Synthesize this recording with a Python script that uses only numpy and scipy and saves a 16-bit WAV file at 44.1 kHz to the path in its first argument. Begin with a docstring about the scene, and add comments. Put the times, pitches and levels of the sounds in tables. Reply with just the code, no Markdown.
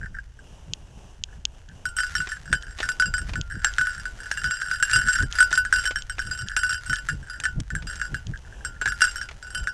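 """Outdoors: a dog trots along with a microphone strapped to its back, first on a paved path; at 1.85 s the
scene changes to a leafy one. Jolts throw two metal tags on its collar together: decaying sine modes and noise
ticks clack, ring, bounce and jiggle on, and a split ring clicks. The plastic mount snaps as damped modes, with
dull knocks and scuffs as noise bursts; the harness thumps and rumbles as low noise, and paws scuff leaves made
of random grains."""
import sys
import numpy as np
from scipy import signal
from scipy.fft import rfft, irfft, next_fast_len
from scipy.io import wavfile
from scipy.ndimage import uniform_filter1d

SR = 44100
rng = np.random.default_rng(int(sys.argv[2]) if len(sys.argv) > 2 else 0)


def put_to_file(sound):
    """Save the sound as 16-bit audio at rate SR, in the file named by the first command-line argument."""
    columns = np.atleast_2d(sound).T  # one column per channel
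    safe = np.clip(columns, -1, 1)
    whole_steps = np.round(safe * 32767)
    wavfile.write(sys.argv[1], SR, whole_steps.astype(np.int16))


N = 429093
TIME = np.arange(N) / SR

# hard contacts of the tags: [t/s, clack level/dB, fundamental level/dB,
# large tag's overtone level/dB, small tag's overtone level/dB]
TAG_CONTACTS = [(1.8544, -33, -20.5, -33, -28), (1.9663, -42, -26.5, -27, -23.5),
                (1.986, -17, -22, -36, -27), (2.0034, -26, -22.5, -33, -27.5),
                (2.0338, -20, -21.5, -28.5, -47), (2.1523, -14.5, -24, -39, -21),
                (2.2028, -28, -21.5, -30, -52), (2.2898, -33, -34, -40, -31), (2.318, -20, -52, -36, -36),
                (2.528, -7.5, -33, -48, -25), (2.8297, -18.5, -23, -40, -30.5),
                (2.8889, -23, -21, -24.5, -51), (2.9984, -42, -8.5, -25, -56),
                (3.0225, -21.5, -14.5, -34, -30), (3.0577, -28, -32, -31, -55), (3.139, -20, -21, -29, -28),
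                (3.1807, -20.5, -36, -42, -28), (3.356, -24, -25, -35, -56), (3.6455, -10, -19, -22, -49),
                (3.7835, -13.5, -12.5, -31, -33), (3.8125, -25.5, -15, -29, -41.5),
                (3.8698, -26, -21.5, -32, -49), (4.0547, -26.5, -26.5, -36.5, -54),
                (4.3137, -15, -39, -32, -28.5), (4.3737, -21, -33, -30, -54),
                (4.4422, -20.5, -18.5, -28, -34), (4.5095, -23, -16.5, -27, -51),
                (4.6177, -17, -23.5, -34, -42), (4.713, -21, -16.5, -26.5, -44),
                (4.8262, -9, -19, -22.5, -24.5), (4.897, -20, -19, -30, -38),
                (4.9323, -36.5, -13.5, -16.5, -18), (4.9596, -18, -10, -24, -16.5),
                (5.085, -30, -13, -22, -37), (5.131, -44, -25, -19, -32), (5.1564, -19.5, -26, -27, -36),
                (5.1865, -37, -15, -50, -47), (5.3529, -26, -34, -30.5, -35),
                (5.3861, -12.5, -20, -25, -44), (5.4044, -38, -7.5, -31, -19),
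                (5.4259, -42, -14.5, -23, -25.5), (5.5284, -19.5, -21.5, -21, -40),
                (5.5755, -31, -14, -21, -33), (5.6508, -16.5, -27.5, -55, -37),
                (5.726, -8.5, -17.5, -23, -18.5), (5.8545, -17.5, -42, -42, -22),
                (5.9585, -16.5, -38, -54, -28), (6.0969, -23.5, -30, -48, -31.5),
                (6.1922, -17, -48, -40, -26), (6.3124, -30, -26, -30, -48), (6.3894, -44, -31, -34.5, -32),
                (6.5654, -16, -19, -18.5, -41), (6.6332, -21, -17, -24.5, -48),
                (6.6942, -21.5, -23.5, -38, -22), (6.862, -44.5, -32, -32, -34.5),
                (6.897, -39, -18.5, -35.5, -26), (6.93, -16.5, -20.5, -34, -33),
                (7.0871, -14.5, -28, -30.5, -35), (7.0975, -21.5, -41, -34.5, -41),
                (7.2986, -36, -24, -34.5, -55), (7.4006, -32, -46, -42, -49),
                (7.4372, -19.5, -31, -34, -26.5), (7.4537, -12.5, -42, -43, -34),
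                (7.7036, -23.5, -39, -46, -60), (7.7515, -19.5, -34, -37.5, -39.5),
                (7.87, -47, -39, -31, -42), (8.015, -19.5, -22.5, -35.5, -45.5),
                (8.144, -18.5, -40, -34, -45), (8.6488, -25, -25.5, -32.5, -32),
                (8.8138, -18, -25, -35.5, -36), (8.858, -12.5, -41, -50, -33),
                (8.8759, -15.5, -24, -23.5, -38), (8.921, -22.5, -22.5, -36.5, -49),
                (9.007, -19, -27, -23, -38), (9.0181, -10.5, -8.5, -19, -17),
                (9.0405, -13.5, -30, -22, -23), (9.0798, -25, -39, -28, -46),
                (9.158, -25.5, -34, -46, -23.5), (9.2137, -22.5, -38, -42, -30),
                (9.548, -29, -30.5, -27, -22.5), (9.672, -16.5, -25, -50, -33.5)]
# lowest bending mode of each tag: [f/Hz, level/dB, t60/s]
FUNDAMENTAL_MODES = [(1404, -20.5, 0.74), (1487, 0, 0.17)]
# overtones of the large tag: [f/Hz, level/dB, t60/s]
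LARGE_TAG_MODES = [(2788, -11.5, 0.12), (4873, -8.5, 0.14), (7534, -5.5, 0.11), (10255, -14, 0.086),
                   (11970, -26.5, 0.16)]
# overtones of the small tag: [f/Hz, level/dB, t60/s]
SMALL_TAG_MODES = [(3043, -14, 0.17), (5544, -7, 0.09), (8180, -5.5, 0.074), (11760, -21.5, 0.049),
                   (13812, -22, 0.12)]
# short-lived modes of the tags pressed together: [f/Hz, level/dB, t60/s]
CLACK_MODES = [(1524, -5.5, 0.11), (1680, -5, 0.082), (1695, -14, 0.052), (1790, -71, 0.021)]
# spectrum of metal edges hitting: [f/Hz, level/dB]
TICK_SPECTRUM = [(500, -17), (1000, -3.5), (2000, -1), (3200, 1.5), (4500, -1), (6500, 2.5), (8000, -4.5),
                 (9500, -7), (12000, -27), (16000, -32)]


def from_db(db):
    """Decibels to gain."""
    return 10 ** (np.asarray(db) / 20)


def rms_one(x):
    """Scale to unit rms."""
    return x / np.sqrt(np.mean(x ** 2) + 1e-20)


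def gain_curve(rows):
    """Rows (t/s, level/dB) as a gain for every sample."""
    return from_db(np.interp(TIME, *np.transpose(rows)))


def dying(t, t60):
    """Exponential decay, 60 dB down after t60 seconds."""
    return np.exp(-np.log(1000) * t / max(t60, 1e-4))


def coloured(x, spectrum):
    """Shape x by a spectrum of (f/Hz, level/dB) points; rms 1."""
    hz, db = np.transpose(spectrum)
    size = next_fast_len(N)
    bins_hz = np.maximum(np.arange(size // 2 + 1) * SR / size, 1)
    low_cut = 1 / (1 + (hz[0] / 2 / bins_hz) ** 4)  # rolls off an octave below the first point
    gain = from_db(np.interp(np.log(bins_hz), np.log(hz), db))
    return rms_one(irfft(rfft(x, size) * low_cut * gain, size)[:N])


def noise(spectrum):
    """Gaussian noise of the given colour."""
    return coloured(rng.standard_normal(N), spectrum)


def add(out, s, sound):
    """Mix a sound into out, starting at s seconds."""
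    i = max(round(s * SR), 0)
    out[i:i + len(sound)] += sound[:max(N - i, 0)]


def air(level_db, waver_db, per_s):
    """A faint airy noise that swells and sinks at random."""
    # spectrum of the air: [f/Hz, level/dB per Hz]
    air_spectrum = [(100, 2.5), (300, -4), (900, -6), (2000, -26), (2900, -9.5), (4300, -28), (5800, -15.5),
                    (9000, -25), (15000, -33)]
    swells = np.interp(TIME * per_s, np.arange(200), rng.uniform(-1, 1, 200))
    return from_db(level_db + waver_db * swells) * noise(air_spectrum)


def leaves(per_s, grain_db, level_db):
    """Dry leaves and grit crackle in a dense stream of uneven grains, swelling at each scuff."""
    # paws drag through the leaves: [t of peak/s, relative level/dB, t60 of the settling/s]
    scuffs = [(2.01, -57, 1.3), (2.11, -54, .6), (2.24, -54, 0.65), (2.82, -46, 0.48), (3.29, -55, .4),
              (3.67, -54, 3.4), (4.31, -55, 0.64), (4.86, -55, 1.25), (5.36, -45, 0.79), (5.74, -51, 1.2),
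              (6.21, -64, 1.1), (6.85, -56, 0.67), (7.07, -58.5, .4), (7.95, -62, 1.3), (8.85, -67, 2.2),
              (9.02, -46.5, 0.64)]
    # spectrum of the crackle: [f/Hz, level/dB per Hz]
    leaf_spectrum = [(300, -1.5), (900, 2.5), (1600, 18.5), (2400, 7.5), (4500, 5.5), (6200, 6.5),
                     (9000, -1.5), (12000, -5), (16000, -18)]
    leafy_from_s, rise_s = 1.85, 0.066
    paved_rel_db, leafy_rel_db = -71.5, -67.5  # steady crunch, before level_db

    pressure = from_db(np.where(TIME < leafy_from_s, paved_rel_db, leafy_rel_db))
    t = TIME[:2 * SR]
    for s, db, t60 in scuffs:
        rise = np.minimum(t / rise_s, 1)
        settling = dying(np.maximum(t - rise_s, 0), t60)
        add(pressure, s - rise_s, from_db(db) * rise * settling)

    sizes = from_db(grain_db * np.minimum(rng.exponential(1, N), 5)) * rng.standard_normal(N)
    grains = sizes * (rng.random(N) < per_s / SR)
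    return from_db(level_db) * pressure * coloured(grains, leaf_spectrum)


def shudder(spectrum, even_s):
    """Low shaking, its strength evened out over even_s."""
    x = noise(spectrum)
    power = uniform_filter1d(x ** 2, max(int(even_s * SR), 2))
    return x / np.sqrt(power + 0.0067)


def harness(thump_db, sway_db, swell_s, settle_s):
    """Every jolt makes the housing shudder for a moment, over a slower rumble."""
    # heavy jolts: [t/s, relative level/dB]
    thumps = [(0.034, -35.5), (0.711, -39.5), (0.973, -45), (1.38, -51), (2.206, -37.5), (2.535, -30),
              (3.091, -33), (3.232, -36.5), (3.31, -35), (3.388, -28), (3.558, -35.5), (3.817, -42.5),
              (4.475, -33), (4.977, -29), (5.072, -37), (5.233, -23.5), (6.283, -35.5), (6.442, -34.5),
              (6.916, -32), (7.139, -31), (7.217, -41), (7.593, -25.5), (7.754, -30.5), (7.847, -37.5),
              (8.138, -31), (8.3, -29), (8.892, -38), (9.612, -37)]
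    # slow rumble: [t/s, relative level/dB]
    sway = [(0.0, -46), (0.02, -39.5), (0.6, -49), (3.06, -41), (3.09, -33.5), (4.69, -48), (4.99, -37.5),
            (7.45, -44), (7.59, -29), (7.64, -38.5), (9.57, -45), (9.62, -35.5), (9.73, -53)]
    # spectra of jolt and rumble: [f/Hz, level/dB per Hz]
    thump_spectrum = [(45, 5.5), (85, 7.5), (150, 3.5), (210, -6), (330, -16.5), (800, -35.5), (5000, -77)]
    sway_spectrum = [(20, 0), (50, 2), (75, -4.5), (130, -16), (300, -48.5), (3000, -93)]
    steps_per_s, step_rel_db = 7, -48.5  # the trot itself gives soft jolts

    steps = []
    for k in range(int(steps_per_s * N / SR)):
        steps.append(((k + rng.random()) / steps_per_s, step_rel_db))

    force = np.zeros(N)
    for s, db in [*thumps, *steps]:
        near = slice(max(round((s - .2) * SR), 0), round((s + .2) * SR))
        t = TIME[near] - s
        width_s = np.where(t < 0, swell_s, settle_s)
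        force[near] += from_db(db + thump_db) * np.exp(-(t / width_s) ** 2)
    jolts = force * shudder(thump_spectrum, even_s=0.0285)
    rumble = from_db(sway_db) * gain_curve(sway) * shudder(sway_spectrum, even_s=0.84)
    return jolts + rumble


def knocks_and_scuffs(t60, level_db):
    """Short noise bursts: knocks, scuffs and a tag contact, each dying away exponentially."""
    # knocks and scuffs: [t/s, relative level/dB]
    bursts = [(2.272, -25.5), (2.529, -21), (2.787, -24), (2.803, -19), (3.293, -27.5), (3.335, -26),
              (3.645, -22), (5.514, -22.5), (5.842, -27.5), (5.909, -22), (6.183, -26), (6.567, -24.5),
              (7.823, -32), (8.819, -25), (8.857, -19.5), (9.288, -28.5), (9.312, -31.5)]
    # spectrum of a burst: [f/Hz, level/dB]
    burst_spectrum = [(150, 0.5), (500, 1.5), (1200, 4.5), (2500, 5), (7000, -10), (15000, -47)]
    force, t = np.zeros(N), TIME[:SR // 10]
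    for s, db in bursts:
        add(force, s, from_db(db + level_db) * dying(t, t60))
    return force * noise(burst_spectrum)


def mount_snaps(rebound_s, rebound_db):
    """The plastic joint slips: damped modes give a sharp snap and a faint rebound."""
    # slips: [t/s, level/dB]
    slips = [(0.7353, -12.5), (1.2376, -12.5), (1.4530, -7.5), (1.689, -38.5), (2.625, -28.5),
             (3.4130, -18), (3.7380, -24.5), (5.3256, -17), (6.022, -23.5), (6.4853, -18.5),
             (6.9583, -20.5), (8.2690, -28), (8.375, -36.5)]
    # modes of the mount: [f/Hz, level/dB, t60/s]
    mount_modes = [(2530, -14.5, 0.0071), (3160, 1.5, 0.0055), (4840, 2, 0.0019), (6660, -1, 0.0044)]
    out, t = np.zeros(N), TIME[:SR // 20]
    shape = np.zeros(len(t))
    for k, (hz, db, t60) in enumerate(mount_modes):
        polarity = (-1) ** k
        shape += polarity * from_db(db) * dying(t, t60) * np.sin(2 * np.pi * hz * t)

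    for s, db in slips:
        snap = from_db(db) * shape
        add(out, s, snap)
        add(out, s + rebound_s, from_db(rebound_db) * snap)
    return signal.sosfilt(signal.butter(4, [2200, 7600], "band", fs=SR, output="sos"), out)


def ring_clicks(t60, level_db):
    """The tags' split ring hits the collar's fitting, steel on steel: a bright click with no tone."""
    # clicks: [t/s, relative level/dB]
    clicks = [(2.8897, -22.5), (3.6463, -15), (4.3148, -21.5), (4.9125, -20.5), (5.2248, -25.5),
              (5.5279, -20), (5.5538, -22), (6.5649, -16.5), (7.401, -25), (7.602, -27.5), (7.957, -30.5),
              (9.0176, -15.5)]
    force, t = np.zeros(N), TIME[:SR // 20]
    for s, db in clicks:
        add(force, s, from_db(db + level_db) * dying(t, t60))
    return force * noise(TICK_SPECTRUM)


def radiated(x):
    """A small plate gives off almost nothing below its lowest mode."""
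    return signal.sosfilt(signal.cheby1(6, .5, 1310, "high", fs=SR, output="sos"), x)


def ring(t, modes, spread_db, detune):
    """One blow on a set of modes; strength and pitch vary with the point of contact."""
    out = np.zeros(len(t))
    for hz, db, t60 in modes:
        strength, pitch = 2 * rng.random(2) - 1
        tone = np.sin(2 * np.pi * hz * (1 + detune * pitch) * t)
        out += from_db(db + spread_db * strength) * dying(t, t60) * tone
    return out


def jiggles(uneven_db):
    """Each run is a string of touches, uneven in time and strength: (t/s, clack/dB, ring/dB)."""
    # runs of light touches: [start/s, length/s, clack level/dB, ring level/dB]
    rattles = [(0.011, 0.074, -32, -54.5), (0.137, 0.071, -32, -56), (.387, .013, -37.5, -53),
               (1.27, .12, -47.5, -79.5), (1.68, .05, -39, -81), (2.29, .1, -35.5, -56),
               (2.451, 0.32, -37, -45.5), (3.49, 0.23, -32, -45), (3.83, 0.18, -33, -41),
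               (4.18, 0.11, -35.5, -43), (4.36, 0.46, -31.5, -36.5), (4.87, .37, -25.5, -33.5),
               (5.5, .11, -28.5, -34.5), (5.74, 0.15, -30.5, -29.5), (6.222, 0.22, -36.5, -37.5),
               (6.46, .1, -30.5, -43.5), (6.57, 0.22, -31.5, -33), (6.89, .11, -30, -34.5),
               (7.22, 0.21, -37, -49), (7.87, 0.21, -34, -38.5), (8.325, 0.05, -35, -60),
               (8.438, 0.39, -43, -64), (9.41, 0.31, -41.5, -40)]
    ref_db, ref_per_s, rate_follows = -33, 80.0, .6  # touch rate at ref_db; slower when softer

    touches = []
    for s, length_s, clack_db, ring_db in rattles:
        rate_per_s = ref_per_s * from_db(rate_follows * (clack_db - ref_db))
        count = max(round(length_s * rate_per_s), 1)
        for k, (late, strength) in enumerate(rng.random((64, 2))[:count]):
            db = uneven_db * (2 * strength - 1)
            touch_s = s + length_s * (k + late) / (count + 1)
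            touches.append((touch_s, clack_db + db, ring_db + db))
    return touches


def bounces(rebound_s, loss_db, ring_db, count):
    """Tags fall back on each other, each clack softer, the ring alike: (t/s, clack/dB, ring/dB)."""
    touches = []
    for s, clack, low, large, small in TAG_CONTACTS:
        for k in range(1, count + 1):
            s += rebound_s * k * (.5 + rng.random())
            touches.append((s, clack - loss_db * k, max(large, small) + ring_db))
    return touches


def light_touches(touches, clack_db, ring_db, overtone_db, tick_db, soft_s, pressed_t60, count):
    """A free tag ticks and rings, one on the fur clacks softly; each touch mixes both at one of count spots."""
    out, t = np.zeros(N), TIME[:SR // 7]
    cushion = from_db(clack_db) * (1 - dying(t, soft_s)) * dying(t, pressed_t60)
    spots = []
    for grit in noise(TICK_SPECTRUM)[:count * len(t)].reshape(count, -1):
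        free = ring(t, FUNDAMENTAL_MODES, spread_db=5.5, detune=.004)
        free += from_db(tick_db) * dying(t, 0.0055) * grit
        overtones = [*LARGE_TAG_MODES, *SMALL_TAG_MODES]
        free += from_db(overtone_db) * ring(t, overtones, spread_db=6.5, detune=0.0043)
        pressed = cushion * ring(t, CLACK_MODES, spread_db=5.0, detune=0.0624)
        spots.append((pressed, from_db(ring_db) * free))

    for (s, clack, ringing), spot in zip(touches, rng.integers(count, size=len(touches))):
        pressed, free = spots[spot]
        add(out, s, from_db(clack) * pressed + from_db(ringing) * free)
    return radiated(out)


def tags(caught_t60, tick_t60, chatter_t60, tick_db, chatter_db):
    """Each contact ticks, clacks and sets both tags' modes ringing until the next one catches them."""
    tones, ticks, grit = np.zeros(N), np.zeros(N), noise(TICK_SPECTRUM)
    gaps_s = np.diff([row[0] for row in TAG_CONTACTS] + [N / SR])
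    for (s, clack, low, large, small), gap_s in zip(TAG_CONTACTS, gaps_s):
        t = TIME[:int((np.clip(gap_s, 0, .35) + .08) * SR)]
        tone = from_db(low) * ring(t, FUNDAMENTAL_MODES, spread_db=5.0, detune=0.0045)
        tone += from_db(large) * ring(t, LARGE_TAG_MODES, spread_db=11.0, detune=0.0011)
        tone += from_db(small) * ring(t, SMALL_TAG_MODES, spread_db=9.5, detune=0.0043)
        tone *= dying(np.maximum(t - gap_s, 0), caught_t60)
        pressed = from_db(clack) * ring(t, CLACK_MODES, spread_db=1.0, detune=0.0512)
        add(tones, s, tone + pressed)

        # edges hit, then skid briefly, in step with the force of the blow
        force = np.linalg.norm(from_db([clack, low, large, small]))
        skid = from_db(tick_db) * dying(t, tick_t60) + from_db(chatter_db) * dying(t, chatter_t60)
        start = rng.integers(N // 2)
        add(ticks, s, force * skid * grit[start:start + len(t)])
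    return radiated(tones) + ticks


def scene():
    """Path, harness, mount and collar, all close by in open air."""
    path = air(level_db=-57.5, waver_db=6.5, per_s=9.0)
    path += leaves(per_s=16000, grain_db=6.0, level_db=6.5)
    jolts = harness(thump_db=1.0, sway_db=1.5, swell_s=0.033, settle_s=0.024)
    bursts = knocks_and_scuffs(t60=0.046, level_db=-4.0)
    mount = mount_snaps(rebound_s=.0037, rebound_db=-20.5)

    collar = ring_clicks(t60=0.018, level_db=-0.5)
    touches = bounces(rebound_s=0.0087, loss_db=10.0, ring_db=-5.5, count=2)
    touches += jiggles(uneven_db=6.5)
    collar += light_touches(touches, clack_db=4.0, ring_db=-0.5, overtone_db=-4.0, tick_db=-0.5,
                            soft_s=0.0079, pressed_t60=0.081, count=32)
    collar += tags(caught_t60=0.041, tick_t60=0.0081, chatter_t60=0.07,
                   tick_db=-18.0, chatter_db=-23.5)
    return (path + jolts + bursts + mount + collar)[None]


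def record(dry):
    """The housing muffles the treble, and the top is cut."""
    muffled = signal.sosfilt(signal.butter(4, 10500, "low", fs=SR, output="sos"), dry)
    stop_hz = 16800  # 70 dB down from here up
    return signal.sosfilt(signal.cheby2(14, 70, stop_hz, fs=SR, output="sos"), muffled)


dry = scene()
out = record(dry)
put_to_file(out)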